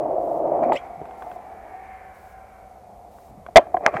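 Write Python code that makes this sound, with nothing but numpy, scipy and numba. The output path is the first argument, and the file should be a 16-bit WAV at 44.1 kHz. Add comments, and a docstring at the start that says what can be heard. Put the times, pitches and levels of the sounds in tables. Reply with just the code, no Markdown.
"""A concrete yard with a picnic table, heard up close from a body camera.
A skateboard rumbles over grit, is flipped up with a scrape and a squeak, and is carried over the
table, wheels spinning down, loose trucks ticking, soles thumping softly. It is dropped and landed on,
clatters and rolls away. The camera's case rings near 700 Hz and the landing overloads the microphone;
behind it all lie a faint echo and the open air."""
import sys
import numpy as np
from scipy import signal
from scipy.fft import rfft, irfft
from scipy.io import wavfile
from scipy.ndimage import uniform_filter1d, map_coordinates
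from numba import njit

SR = 44100
rng = np.random.default_rng(int(sys.argv[2]) if len(sys.argv) > 2 else 0)


def dump_mix(stems):
    """Bounce the given channels to the path in sys.argv[1] as a 16-bit WAV at rate SR."""
    frames = np.atleast_2d(stems).T  # one column per channel
    limited = np.clip(frames, -1, 1)  # hard clip at full scale
    pcm = np.round(limited * 32767).astype(np.int16)
    wavfile.write(sys.argv[1], SR, pcm)


N = 176400
TIME_S = np.arange(N) / SR


# Wheels rolling in and away, deck groan, bearing rattle: time_s, level_db
ROLL_IN = [(0, -22), (.3, -24.5), (.48, -20.5), (.6, -19), (.72, -21.5), (.74, -23), (.768, -29.5),
           (.79, -53), (1.1, -48)]
ROLL_AWAY = [(3.56, -50), (3.62, -46), (3.69, -40.5), (3.78, -36.5), (3.81, -33.5), (3.85, -23),
             (3.88, -23.5), (3.915, -37), (3.945, -29.5), (4.0, -29)]
GROAN = [(.62, -39), (.665, -28), (.725, -40.5), (.77, -52)]
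RATTLE = [(0, -60), (.42, -64), (.57, -53.5), (.62, -61), (.638, -34.5), (.66, -47), (.85, -48.5),
          (1.0, -74), (3.6, -65.5), (3.67, -56), (3.8, -58), (3.85, -39.5), (3.88, -29.5), (3.91, -46),
          (3.97, -32), (4.0, -44.5)]
# Rumble and rattle at the microphone: frequency_hz, gain_db
RUMBLE_COLOUR = [(35, -54), (60, -33.5), (90, -46.5), (133, -17), (193, -23), (236, -20), (335, -5),
                 (440, -10), (590, 1.5), (690, 2.5), (800, -8.5), (1120, -23), (1470, -40), (2300, -51.5),
                 (2870, -54.5), (5000, -89)]
RATTLE_COLOUR = [(700, -17), (1100, 10.5), (1600, -2), (2000, 0.5), (2400, -1.5), (2800, -21),
                 (3600, -26.5), (6300, -30), (7500, -30), (10000, -40.5)]

def rolling():
    """Grit under the wheels shakes the deck, which groans as it tips; the loaded bearings rattle."""
    jolts = undb(.6 * walk(per_s=62))
    rumble = colour(grains(), RUMBLE_COLOUR) * (fader(ROLL_IN) + fader(ROLL_AWAY))
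    groan = unit(resonate_twice(noise(), hz=251.5, width_hz=45)) * fader(GROAN)
    rattle = colour(grains(), RATTLE_COLOUR) * fader(RATTLE)
    return jolts * (rumble + groan + rattle)


# Blows to the board, the landing loudest: start_s, boom_db, boom_pitch_hz, push_ms, clack_db
KNOCKS = [(.178, -21.5, 672, 3, -59), (.517, -8.5, 621, 5.7, -49.5), (.592, -10, 650, 2.6, -48),
          (.628, -19, 720, 1.6, -27), (.6365, -10.5, 727, 4, -30), (.696, -8.5, 744, 4.3, -55),
          (.7205, -6.5, 870, 1.74, -14), (1.016, -27, 417, 0.38, -49), (1.266, -26, 710, 1.5, -58),
          (1.357, -28.5, 705, 22, -54), (3.485, -25, 700, 5.2, -33), (3.5581, 15.5, 648, 3.2, 3),
          (3.5648, 10, 674, 1.06, 8.5), (3.5693, 17, 710, 0.6, 15), (3.5797, 9, 702, 2.5, -4),
          (3.5915, -5.5, 598, 2, -15), (3.619, -24, 630, 4.5, -39), (3.669, -27, 730, 1.6, -36),
          (3.7426, -5, 737, 6.2, -17.5), (3.768, -12.5, 719, 5, -9.5), (3.807, -20.5, 720, 4.4, -45.5),
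          (3.8624, -6.5, 703, 1.82, 10), (3.8747, -9.5, 827, 1.1, -32), (3.941, -16, 720, 0.94, -23.5),
          (3.9673, -15.5, 783, 1.96, -10.5)]
# Hollow boom at the camera: pitch_ratio, level_db, t60_s
BOOM_MODES = [(0.189, -28, 0.029), (0.499, -17.5, 0.045), (.76, -16.5, 0.03), (1, 1, 0.032),
              (1.42, -16, 0.038)]
# Ring of deck and trucks: pitch_hz, level_db, t60_s
DECK_MODES = [(1035, -10.5, 0.013), (1390, -9.5, 0.014), (1617, 1, 0.013), (1932, -4.5, 0.0076),
              (2220, -6, 0.0077), (3140, -17.5, 0.022)]
# Crack of hard contact: frequency_hz, gain_db
CRACK_COLOUR = [(200, -24), (700, 6), (1600, -4), (2400, 3.5), (3500, -19.5), (7500, -21), (14000, -35.5)]

def knocks():
    """Each blow booms, rings the deck and cracks; a longer push rises slower and sounds duller."""
    spread_db, detune = 3, .03
    out, t = np.zeros(N), TIME_S[:N // 16]
    cracks = undb(-8.5) * colour(noise(), CRACK_COLOUR)
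    for start, boom_db, boom_hz, push_ms, clack_db in KNOCKS:
        share, bend = rng.uniform(-1, 1, (2, len(DECK_MODES)))  # each blow has its own mix of modes
        deck = 0
        for k, (hz, db, t60) in enumerate(DECK_MODES):
            mode = (-1) ** k * sine(hz * (1 + detune * bend[k]), t)
            deck += undb(db + spread_db * share[k]) * mode * fade(t, t60)
        push_s = push_ms / 1000
        rise = np.sin(np.pi / 2 * np.minimum(t / push_s, 1))
        ringing_s = np.maximum(t - push_s / 2, 0)
        boom = sum(undb(db) * sine(boom_hz * ratio, t) * fade(ringing_s, t60)
                   for ratio, db, t60 in BOOM_MODES)
        crack = np.roll(cracks, -int(start * SR))[:len(t)] * fade(t, t60=.016)
        contact_hz = np.clip(4710 / push_ms, 1700, SR / 4)
        clack = butter(rise * (deck / 2 + crack), contact_hz)
        add(out, start, undb(boom_db) * boom * rise + undb(clack_db) * clack)
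    return butter(out, hz=67, kind="high")


# Free wheels, carried near the microphone: time_s, hum_db, whirr_db
SPIN = [(.74, -40, -77.5), (.82, -37, -56.5), (1.25, -36.5, -55), (1.55, -40, -54.5), (1.75, -40, -53.5),
        (1.93, -46.5, -51), (2.3, -52.5, -56.5), (2.6, -51.5, -58), (2.9, -48, -69), (3.3, -50, -72),
        (3.55, -51.5, -70)]
# Each bearing as its wheel leaves the ground: ball_passes_per_s
BALL_RATES = [90.7, 134.9, 165]
# Resonant peaks over the spinning wheels, the bright one drifting in pitch: time_s, bright_db, low_db,
# bright_pitch_hz
SPIN_PEAKS = [(1.45, -68, -46, 1160), (1.72, -61.5, -40.5, 1850), (1.92, -55, -41, 2040),
              (2.12, -64, -49.5, 1750), (2.55, -70.5, -50.5, 1250), (2.9, -86, -63, 1140)]
# Deck hum and bearing whirr: frequency_hz, gain_db
HUM_COLOUR = [(100, 3.5), (350, 4.5), (560, -6), (780, 0), (950, -4.5), (1500, -16.5), (3000, -19)]
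WHIRR_COLOUR = [(500, -29.5), (1000, 6.5), (1500, 4), (1900, 0.5), (2270, 6), (2550, -6.5), (2900, -10.5),
                (4500, -29.5)]

def spinning():
    """Each bearing repeats its roughness, ever slower as the wheel spins down; the deck hums with it."""
    lift_off_s, spin_down_s = SPIN[0][0], 4.5
    slowing = np.exp(-(TIME_S - lift_off_s) / spin_down_s)
    races = 0
    for start_rate in BALL_RATES:
        rate = start_rate * slowing * (1 + .015 * walk(per_s=40))
        bumps = rng.standard_normal(size=160)
        position = np.cumsum(rate) / SR % 1 * len(bumps)
        races += map_coordinates(bumps - bumps.mean(), [position], order=1, mode="grid-wrap")
    drive = unit(races) + .95 * noise()
    bright_hz, bright_width_hz = curve(SPIN_PEAKS, 3), 830.
    bright = sweep(sweep(drive, bright_hz, bright_width_hz), bright_hz, bright_width_hz)
    low_hz, low_width_hz = 758, 8.1
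    low = resonate(resonate(noise(), low_hz, low_width_hz), low_hz, 2 * low_width_hz)
    rings = unit(bright) * fader(SPIN_PEAKS, 1) + unit(low) * fader(SPIN_PEAKS, 2)
    hum_hz = 722.3 * (1 + .018 * walk(per_s=37))
    hum = colour(sweep(drive / 2 + noise(), hum_hz, width_hz=66.), HUM_COLOUR)
    flutter = undb(-walk(per_s=37))
    whirr = colour(drive, WHIRR_COLOUR)
    return hum * flutter * fader(SPIN, 1) + whirr * fader(SPIN, 2) + rings


# Tail on the ground: time_s, hiss_db, rasp_db
SCRAPE = [(.722, -74, -48), (.731, -39, -47), (.746, -48, -50), (.764, -40, -31), (.771, -58, -34.5),
          (.783, -55, -48), (.82, -81, -72)]
# Its hiss: frequency_hz, gain_db
SCRAPE_COLOUR = [(1200, 1), (2500, 14), (4000, 5), (5300, -4.5), (6400, -11), (7500, 7), (8400, -7.5),
                 (13500, -12), (15000, -21)]
# Its rasp before the glide is applied: pitch_hz, width_hz, gain_db
RASP_BANDS = [(2110, 200, 13.5), (2550, 250, 8.5), (5200, 900, -9.5)]

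def scrape():
    """The tail drags on the concrete: gritty hiss, then a rasp that slides upward."""
    slips = grains(per_s=2100, spread_db=-4)
    rasp = unit(sum(undb(db) * resonate_twice(slips, hz, width) for hz, width, db in RASP_BANDS))
    glide_per_s, glide_centre_s = 5.8, .767
    speed = np.clip(1 + glide_per_s * (TIME_S - glide_centre_s), .92, 1.12)
    rasp = map_coordinates(rasp, [np.cumsum(speed)], order=3, mode="mirror")
    hiss = colour(grains(), SCRAPE_COLOUR)
    return hiss * fader(SCRAPE, 1) + rasp * fader(SCRAPE, 2)


# Tail slipping free of the concrete: time_s, pitch_hz, level_db
SQUEAK = [(0.757, 2466, -49), (.763, 2550, -28), (0.768, 2800, -40), (.773, 2990, -28.5),
          (0.778, 3250, -43), (.784, 3270, -50), (.81, 3220, -64), (.825, 3100, -79)]

def squeak():
    """Stick and slip make a short, unsteady tone that climbs."""
    pitch_hz = curve(SQUEAK, 1) * (1 + .02 * walk(per_s=1500))
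    phase = 2 * np.pi * np.cumsum(pitch_hz) / SR
    overtones = undb(-25) * (np.sin(2 * phase) + np.sin(3 * phase) / 2)
    return fader(SQUEAK, 2) * (np.sin(phase) + overtones)


# Ticks on the way over the table: start_s, level_db
TICKS = [(1.055, -39), (1.11, -37), (1.2221, -30.5), (1.315, -34), (3.185, -44.5), (3.464, -31)]
# Their ring: pitch_hz, level_db
TICK_MODES = [(560, 1), (1100, 1), (1530, -2), (3350, -17.5)]

def truck_ticks():
    """The loose trucks of the carried board tick: a dry crack and a very short ring."""
    out, t = np.zeros(N), TIME_S[:N // 16]
    rise_s = .00068
    shape = np.minimum(t / rise_s, 1) * fade(t, t60=.018)
    ring = sum((-1) ** k * undb(db) * sine(hz, t) for k, (hz, db) in enumerate(TICK_MODES))
    cracks = undb(-8) * colour(noise(), CRACK_COLOUR)
    for start, db in TICKS:
        crack = np.roll(cracks, -int(start * SR))[:len(t)]
        add(out, start, undb(db) * (ring + crack) * shape)
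    return out


# Footfalls and shoves below the camera: start_s, level_db, rise_s, t60_s
STEPS = [(0.959, -44.5, 0.024, 0.34), (1.008, -44, 0.0053, 0.1), (3.271, -47.5, 0.04, 0.86),
         (3.373, -41, 0.0059, 0.039), (3.944, -33, 0.0086, 0.073)]
# Their thump: frequency_hz, gain_db
STEP_COLOUR = [(40, -29), (130, 6), (230, 5), (350, -8), (550, -36), (1200, -28), (3000, -56)]

def steps():
    """Rubber soles land with soft, dull thumps."""
    out, t = np.zeros(N), TIME_S[:N // 8]
    for start, db, rise, t60 in STEPS:
        shape = np.minimum(t / rise, 1) * fade(np.maximum(t - rise, 0), t60)
        add(out, start, undb(db) * shape * colour(noise(), STEP_COLOUR)[:len(t)])
    return out


# Reflections from farther off: frequency_hz, gain_db
YARD_COLOUR = [(150, -7), (550, -9), (1500, -3), (2300, -11), (3500, -7.5), (8000, -13.5)]

def yard_echo(direct):
    """The yard returns a faint, short echo."""
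    tail = colour(noise(), YARD_COLOUR) * fade(TIME_S, t60=.19)
    tail /= np.sqrt(np.sum(tail ** 2))
    return undb(-32.5) * signal.fftconvolve(direct, tail)[:N]


# Open air all around the microphone: frequency_hz, gain_db
AIR_COLOUR = [(15, -45.5), (25, -16.5), (59, 6), (157, -13), (185, -5.5), (212, -5.5), (285, -19),
              (463, -7), (607, -1.5), (695, -3.5), (796, -15.5), (1040, -13), (1190, -32.5), (2110, -47),
              (2480, -35), (14400, -35), (16000, -61.5)]

def air():
    """Steady, quiet outdoor noise."""
    white = noise()
    dipped = white - .25 * resonate(white, hz=740, width_hz=190)
    return undb(-50.5) * colour(dipped, AIR_COLOUR)


def undb(db):
    """Decibels to gain."""
    return 10 ** (np.asarray(db) / 20)


def unit(x):
    """Scale to rms 1."""
    return x / np.sqrt(np.mean(x ** 2))


def noise():
    """White noise."""
    return rng.standard_normal(N)


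def sine(hz, t):
    """A steady tone."""
    return np.sin(2 * np.pi * hz * t)


def walk(per_s):
    """Smooth random drift, rms 1."""
    hold = int(SR / per_s)
    stairs = np.repeat(noise()[:N // hold + 1], hold)
    return unit(uniform_filter1d(uniform_filter1d(stairs, hold), hold)[:N])


def grains(per_s=4000, spread_db=2.5):
    """Grit: random clicks of uneven size."""
    clicks = (rng.random(N) < per_s / SR) * np.sign(noise())
    return clicks * undb(spread_db * np.minimum(rng.exponential(size=N), np.pi))


def fade(t, t60):
    """Decay by 60 dB in t60 seconds."""
    return np.exp(-np.log(1000) * t / t60)


def curve(rows, column):
    """A table column, joined by straight lines in time."""
    rows = np.array(rows)
    return np.interp(TIME_S, rows[:, 0], rows[:, column])


def fader(rows, column=1):
    """Gain from a column of dB points; it dies away quickly outside them."""
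    outside_s = np.abs(TIME_S - np.clip(TIME_S, rows[0][0], rows[-1][0]))
    return undb(curve(rows, column)) * fade(outside_s, t60=.04)


def colour(x, points):
    """Shape a sound by (Hz, dB) points; rms 1."""
    hz, db = np.array(points).T
    bins_hz = np.maximum(np.arange(N // 2 + 1) * SR / N, 1)
    gain = undb(np.interp(np.log(bins_hz), np.log(hz), db))
    return unit(irfft(rfft(x) * gain, N))


def butter(x, hz, kind="low", order=2):
    """A gentle low-pass or high-pass."""
    return signal.sosfilt(signal.butter(order, hz, kind, fs=SR, output="sos"), x)


def resonate(x, hz, width_hz):
    """One resonance, gain 1 at its centre."""
    return signal.lfilter(*signal.iirpeak(hz, hz / width_hz, fs=SR), x)


def resonate_twice(x, hz, width_hz):
    """A resonance with steeper sides."""
    return resonate(resonate(x, hz, width_hz), hz, width_hz)


@njit
def sweep(x, hz, width_hz):
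    """A resonance whose centre moves, gain 1 at the centre."""
    y, band_state, low_state = np.empty(len(x)), 0., 0.
    for i in range(len(x)):
        tuning, damping = np.tan(np.pi * hz[i] / SR), width_hz / hz[i]
        band = (band_state + tuning * (x[i] - low_state)) / (1 + tuning * (tuning + damping))
        band_state = 2 * band - band_state
        low_state += 2 * tuning * band
        y[i] = damping * band
    return y


def add(out, start_s, x):
    """Mix x in at a time."""
    i = int(start_s * SR)
    out[i:i + len(x)] += x[:N - i]


def scene():
    """Board and feet up close, the yard and the air behind, in mono."""
    direct = rolling() + spinning() + knocks() + truck_ticks() + scrape() + squeak() + steps()
    return (direct + yard_echo(direct) + air())[None]


def record(dry):
    """The body camera clips, softens the treble, adds pulsing hiss and cuts the top."""
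    first_s, period_s, hold_s = .205, .97, .19
    hiss = undb(-65.5) * noise() * ((TIME_S - first_s) % period_s < hold_s)
    clip_level, top_hz = .88, 16200
    clipped = dry / (1 + (dry / clip_level) ** 12) ** (1 / 12)
    softened = butter(clipped, hz=15000, order=1)
    return signal.sosfilt(signal.ellip(8, .2, 70, top_hz, fs=SR, output="sos"), softened + hiss)


dry = scene()
out = record(dry)
dump_mix(out)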